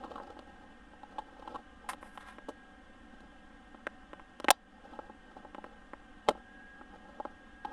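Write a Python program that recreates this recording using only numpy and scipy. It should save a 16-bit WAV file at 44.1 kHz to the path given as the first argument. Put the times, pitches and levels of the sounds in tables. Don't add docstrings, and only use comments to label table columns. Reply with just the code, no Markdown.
import sys
import numpy as np
from scipy import signal
from scipy.fft import rfft, irfft, next_fast_len
from scipy.io import wavfile
from scipy.ndimage import uniform_filter1d

SR = 44100
rng = np.random.default_rng(int(sys.argv[2]) if len(sys.argv) > 2 else 0)


def waveform_to_disk(signal):
    frames = np.transpose(np.atleast_2d(signal))
    scaled = np.clip(frames, -1, 1) * 32767
    samples = np.round(scaled).astype(np.int16)
    wavfile.write(sys.argv[1], SR, samples)


N = 340452
TIME = np.arange(N) / SR


def from_db(db):
    return 10 ** (np.asarray(db) / 20)


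def unit_rms(x):
    return x / np.sqrt(np.mean(x ** 2) + 1e-20)


def bandpass(x, low_hz, high_hz, order):
    return signal.sosfilt(signal.butter(order, [low_hz, high_hz], "band", fs=SR, output="sos"), x)


def lowpass(x, high_hz, order):
    return signal.sosfilt(signal.butter(order, high_hz, fs=SR, output="sos"), x)


def colour(x, spectrum):
    size = next_fast_len(2 * len(x))
    hz, db = np.transpose(spectrum)
    bins_hz = np.maximum(np.arange(size // 2 + 1) * SR / size, 1)
    gain = from_db(np.interp(np.log(bins_hz), np.log(hz), db))
    cepstrum = irfft(np.log(gain), size)
    cepstrum[1:size // 2] *= 2
    cepstrum[size // 2 + 1:] = 0
    response = np.exp(rfft(cepstrum))
    return unit_rms(irfft(rfft(x, size) * response, size)[:len(x)])


def drift(rate_hz):
    hop, warmup = 40, 2000
    pole = np.exp(-2 * np.pi * rate_hz * hop / SR)
    noise = rng.standard_normal(N // hop + warmup + 2)
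    slow = signal.lfilter([1], [1, -2 * pole, pole * pole], noise)[warmup:]
    return np.interp(np.arange(N) / hop, np.arange(len(slow)), unit_rms(slow))


def mode(force, pitch_hz, t60_s):
    radius, angle = from_db(-60 / (t60_s * SR)), 2 * np.pi * pitch_hz / SR
    return signal.lfilter([0, np.sin(angle)], [1, -2 * radius * np.cos(angle), radius * radius], force)


def swells(rows, fade_s, rest_db):
    power = np.full(N, from_db(rest_db) ** 2)
    for start_s, length_s, level_db in rows:
        inside_s = np.minimum(TIME - start_s, start_s + length_s - TIME)
        power += (from_db(level_db) * np.clip(.5 + inside_s / fade_s, 0, 1)) ** 2
    return np.sqrt(power)


def slips(rate_hz, spread_db, clump_db):
    sizes = from_db(spread_db * np.minimum(rng.exponential(1, N), 4))
    signs = rng.choice([-1, 1], N)
    slipping = rng.random(N) < rate_hz / SR
    return sizes * signs * slipping * from_db(clump_db * drift(25))


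# freq_hz, gain_db
GRIP_SPECTRUM = [(120, -4.5), (330, 2.5), (600, 1.5), (720, 1.5), (840, 4.5), (960, -15), (1300, -2.5),
                 (1700, -40), (2600, -18.5), (4000, -24.5), (5500, -30), (10000, -40.5), (15000, -54.5)]
# start_s, length_s, level_db
GRIP_SHIFTS = [(0, 0.41, -55), (.42, 0.32, -61.5), (1.08, 0.52, -54.5), (1.83, 0.24, -59.5),
               (4.76, 0.33, -58.5), (5.24, 0.2, -59), (5.58, 0.25, -64), (6.26, 0.13, -56),
               (6.91, 0.45, -62), (7.66, .1, -53)]


def grip(waver_db=2.0, creak_db=-8.0):
    pressure = swells(GRIP_SHIFTS, fade_s=.041, rest_db=-72.5) * from_db(waver_db * drift(6))
    rubbing = colour(slips(rate_hz=1400, spread_db=4.0, clump_db=4.0), GRIP_SPECTRUM)
    rare_slips = slips(rate_hz=60, spread_db=2.5, clump_db=2.5)
    creaking = unit_rms(mode(rare_slips + 1e-18, pitch_hz=850, t60_s=.04))
    return pressure * (rubbing + from_db(creak_db) * creaking)


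# start_s, length_s, level_db (before boost_db)
WHINE_SWELLS = [(2.05, 0.68, -69.5), (3.15, 0.34, -75), (4.85, .3, -75.5), (6.45, .4, -62),
                (6.95, 0.57, -71), (7.5, .4, -65)]


def motor_whine(idle_hz=1616, hz_per_db=1.47, idle_db=-76, boost_db=2.5, overtone_db=-78):
    wander_hz, flutter_db = .99, .8
    swell = swells(WHINE_SWELLS, fade_s=.24, rest_db=idle_db)
    pitch_hz = idle_hz + hz_per_db * (20 * np.log10(swell) - idle_db) + wander_hz * drift(6)
    phase = 2 * np.pi * np.cumsum(pitch_hz) / SR
    whine = from_db(boost_db + flutter_db * drift(12)) * swell * np.sin(phase)
    overtone = from_db(overtone_db) * np.sin(phase * 8 / 7)
    return np.sqrt(2) * (whine + overtone)


# pitch_hz, level_db, width_hz
WHIR_BANDS = [(56.2, -71.5, 2.5), (192, -73, 8.1), (292.5, -73, 5.8), (399, -72, 2), (756, -73, 9.8),
              (1040, -84, 5.6), (1204, -69, 3), (1535, -76, 7.7), (1561, -77, 3.3), (2720, -87.5, 14),
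              (2984, -82, 25), (3460, -90, 24)]


def motor_whir():
    out = np.zeros(N)
    for pitch_hz, level_db, width_hz in WHIR_BANDS:
        phase = 2 * np.pi * pitch_hz * TIME
        out += from_db(level_db) * (drift(width_hz) * np.cos(phase) + drift(width_hz) * np.sin(phase))
    return out


# freq_hz, gain_db
FLOOR_SPECTRUM = [(20, 1.5), (55, -3.5), (110, -5.5), (160, -6.5), (215, -2), (300, -7), (420, -11.5),
                  (750, -11.5), (1000, -14.5), (1800, -14), (2300, -24.5), (3100, -20.5), (4200, -33.5),
                  (10000, -38.5)]


def noise_floor(level_db=-59):
    noise = colour(rng.standard_normal(N), FLOOR_SPECTRUM)
    return from_db(level_db) * lowpass(noise, high_hz=10020, order=10)


# freq_hz, gain_db
TICK_SPECTRUM = [(2000, -27.5), (3800, -1.5), (5500, 0.5), (6600, -0.5), (8500, 0.5), (11000, -6),
                 (14000, -9.5), (17000, -12.5)]
# pitch_hz, gain_db, t60_s
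METAL_MODES = [(3700, -22.5, 0.083), (4840, -30, .15)]


def plastic_tick(tick_db, slip_s, t):
    rise_s, decay_s = .00024 + .5 * slip_s, .00027 + slip_s
    envelope = np.exp(-t / decay_s) * (1 - np.exp(-t / rise_s))
    burst = colour(rng.standard_normal(len(t)) * envelope, TICK_SPECTRUM)
    top_hz = np.interp(tick_db, [-55, -30], [11500, 17000])
    tick = bandpass(burst, low_hz=1520, high_hz=top_hz, order=7)
    strength = np.sqrt(np.sum(tick ** 2) / (.02 * SR))
    impulse = 1.0 * (t == 0)
    pings = sum(from_db(db) * mode(impulse, hz, t60_s) for hz, db, t60_s in METAL_MODES)
    return tick + strength * pings


# pitch_hz, gain_db, t60_s
SHELL_MODES = [(404, -2.5, 0.034), (469, -4.5, 0.015), (632, 6, 0.019), (740, -4, 0.02), (850, 7.5, 0.026),
               (1007, -7, 0.02), (1130, 1.5, .016), (1330, -8.5, .011), (1590, 8, 0.004),
               (1950, -7, 0.0044), (2550, -9, 0.0053), (3020, 1, 0.0068), (3530, -8.5, .010),
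               (3850, -13.5, 0.01)]
# thud_hz, ring_hz, clack_hz
REGISTER_TOPS_HZ = (700, 1400, 5000)


def contact(start_s, thud_db, ring_db, clack_db, tick_db, slip_s, spot_hz):
    size, chatter, spot_db, spot_width = 9000, .61, 16.0, .09
    t = np.arange(size) / SR
    force = rng.standard_normal(size) * np.sqrt(t / slip_s) * np.exp(-1.5 * t / slip_s)
    force *= chatter * slip_s / .0016 / np.linalg.norm(force)
    force[0] += 1
    registers = np.zeros((3, size))
    for pitch_hz, gain_db, t60_s in SHELL_MODES:
        favour = np.exp(-(np.log(pitch_hz / spot_hz) / spot_width) ** 2)
        register = np.searchsorted(REGISTER_TOPS_HZ, pitch_hz)
        registers[register] += from_db(gain_db + spot_db * favour) * mode(force, pitch_hz, t60_s)
    thud, ring, clack = registers
    clack_top_hz = np.interp(tick_db - clack_db, [-28, -15], [2300, 4600])
    parts = np.array([bandpass(thud, low_hz=250, high_hz=950, order=2),
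                      bandpass(ring, low_hz=424, high_hz=1680, order=2),
                      bandpass(clack, low_hz=1082, high_hz=clack_top_hz, order=3),
                      plastic_tick(tick_db, slip_s, t)])
    parts_rms = np.sqrt(np.sum(parts ** 2, axis=1) / (.02 * SR))
    gains = from_db([thud_db, ring_db, clack_db, tick_db]) / parts_rms
    return np.pad(gains @ parts, (int(start_s * SR), N))[:N]


# start_s, ring_db, slip_s, spot_hz
SQUEEZES = [(0.038, -46, 0.0029, 1300), (0.052, -50.5, 0.011, 1010), (0.115, -45, 0.0037, 1050),
            (0.157, -44.5, 0.0025, 1170), (0.18, -46.5, 0.0043, 920), (1.033, -49, 0.0011, 840),
            (1.183, -36.5, 0.007, 850), (1.423, -51, 0.0038, 840), (1.476, -42.5, 0.0026, 870),
            (1.544, -43, 0.0093, 890), (1.558, -43.5, 0.0031, 1170), (4.934, -52, 0.0033, 840),
            (6.2805, -42, .0036, 780), (7.6487, -38, 0.0026, 850)]
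# thud_db, clack_db, tick_db
CREAK_OFFSETS_DB = (-11, -15, -33)


def creaks():
    thud_db, clack_db, tick_db = CREAK_OFFSETS_DB
    return sum(contact(start_s, db + thud_db, db, db + clack_db, db + tick_db, slip_s, spot_hz)
               for start_s, db, slip_s, spot_hz in SQUEEZES)


# start_s, ring_db, spot_hz
LANDINGS = [(0.2, -46.5, 894), (0.211, -50.5, 775), (0.368, -53.5, 920), (0.935, -56, 850),
            (3.746, -53, 925), (4.9905, -42, 620), (5.097, -51.5, 830), (5.366, -53, 814),
            (5.449, -50.5, 820), (5.582, -46.5, 837), (6.351, -52.5, 890), (6.812, -51.5, 925),
            (6.938, -57.5, 794), (7.2, -38, 870), (7.252, -39.5, 1056)]
# thud_db, clack_db, tick_db
BUMP_OFFSETS_DB = (0, -27, -41.5)


def bumps(slip_s=.0015):
    thud_db, clack_db, tick_db = BUMP_OFFSETS_DB
    return sum(contact(start_s, db + thud_db, db, db + clack_db, db + tick_db, slip_s, spot_hz)
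               for start_s, db, spot_hz in LANDINGS)


# start_s, ring_db, thud_db, tick_db (last two relative to the ring)
LIGHT_CLICKS = [(0.391, -55.5, 7.5, -16), (1.9336, -48.5, -11, -23), (2.028, -50, -2, -32),
                (2.1753, -47, -13, -27.5), (2.384, -52.5, 3, -30), (3.205, -65, 5, -12),
                (4.132, -49.5, 3.5, -28.5), (4.196, -54, -6, -31), (4.4, -48, 2.5, -13.5),
                (4.4441, -42.5, 6, -18.5), (5.547, -48.5, 0, -29), (5.642, -48, 1.5, -31),
                (5.934, -46.5, 0, -35)]


def clicks(clack_db=-3.5, slip_s=.0005, spot_hz=1000):
    return sum(contact(start_s, db + thud_db, db, db + clack_db, db + tick_db, slip_s, spot_hz)
               for start_s, db, thud_db, tick_db in LIGHT_CLICKS)


# freq_hz, gain_db
SCRAPE_SPECTRUM = [(300, -32), (650, -4), (950, 2), (1600, 0.5), (2500, -8.5), (3700, -12), (5500, -25),
                   (12000, -30)]
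# freq_hz, gain_db
SKIN_SPECTRUM = [(2000, -22), (2900, 4), (3700, -3), (4600, 4), (6500, -6.5), (9000, 6), (11000, 5),
                 (12500, 0), (15000, -40)]
# start_s, rise_s, scrape_db, hiss_db
FINGER_STROKES = [(1.886, 0.012, -35.5, -45), (2.004, 0.032, -56, -65.5), (2.125, .033, -63, -69.5),
                  (2.185, .032, -57.5, -88), (2.257, 0.031, -52.5, -71)]


def strokes(sharpness=1.6):
    scrape_gain, hiss_gain = np.zeros(N), np.zeros(N)
    for start_s, rise_s, scrape_db, hiss_db in FINGER_STROKES:
        age = np.clip((TIME - start_s) / rise_s, 0, 20)
        speed = (age * np.exp(1 - age)) ** sharpness
        scrape_gain += from_db(scrape_db) * speed
        hiss_gain += from_db(hiss_db) * speed
    friction = slips(rate_hz=6900, spread_db=3.5, clump_db=2.5)
    scrape = scrape_gain * colour(friction, SCRAPE_SPECTRUM)
    hiss = hiss_gain * colour(friction, SKIN_SPECTRUM)
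    return bandpass(scrape + hiss, low_hz=200.3, high_hz=12800, order=8)


# start_s, thud_db, ring_db, clack_db, tick_db, slip_s, spot_hz
HARD_CONTACTS = [(1.8895, -55, -38, -48, -57, 0.0042, 1040), (2.4848, -39, -44, -56, -63.5, 0.0084, 804),
                 (3.8685, -38.5, -47, -37.5, -64.5, 0.00085, 1330),
                 (4.4842, -28.5, -26.5, -27, -52, 0.0014, 1510),
                 (4.5045, -51, -18.5, -21.5, -22.5, 0.0014, 757),
                 (4.5075, -36, -22, -33.5, -35.5, .00045, 820),
                 (6.2866, -20.5, -21, -32.5, -47.5, 0.0015, 764),
                 (6.2885, -25.5, -46, -37, -51, 0.0026, 400), (6.304, -35, -42.5, -53, -68.5, 0.0055, 756)]


def knocks():
    return sum(contact(*row) for row in HARD_CONTACTS)


def room(x, t60_s=.16, gain_db=-31.5, predelay_s=.008):
    t = TIME[:SR // 2]
    tail = rng.standard_normal(len(t)) * from_db(-60 * t / t60_s) * (t > predelay_s)
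    tail = lowpass(tail / np.linalg.norm(tail), high_hz=4000, order=2)
    return from_db(gain_db) * signal.fftconvolve(x, tail)[:N]


def scene():
    hand = knocks() + clicks() + bumps() + creaks() + grip() + strokes()
    return (hand + room(hand) + motor_whine() + motor_whir() + noise_floor())[None]


def record(dry, threshold_db=-11.5, release_db_per_s=19.0, attack_s=.028):
    ceiling, echo_s, echo_gain, cutoff_hz = .33, .003775, .69, 16300
    power = uniform_filter1d(dry[0] ** 2, size=64)
    level_db = 10 * np.log10(np.maximum(power, 1e-12))
    excess_db = np.maximum(level_db - threshold_db, 0)
    release_db = release_db_per_s * TIME
    target_db = np.maximum.accumulate(excess_db + release_db) - release_db
    pole = np.exp(-1 / (attack_s * SR))
    duck_db = signal.lfilter([1 - pole], [1, -pole], target_db)
    ducked = dry[0] * from_db(-duck_db)
    clipped = ceiling * np.tanh(ducked / ceiling)
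    hollow = clipped + echo_gain * np.interp(TIME - echo_s, TIME, clipped, left=0)
    top_cut = signal.ellip(10, .1, 80, cutoff_hz, fs=SR, output="sos")
    return signal.sosfilt(top_cut, hollow)[None]


dry = scene()
out = record(dry)
waveform_to_disk(out)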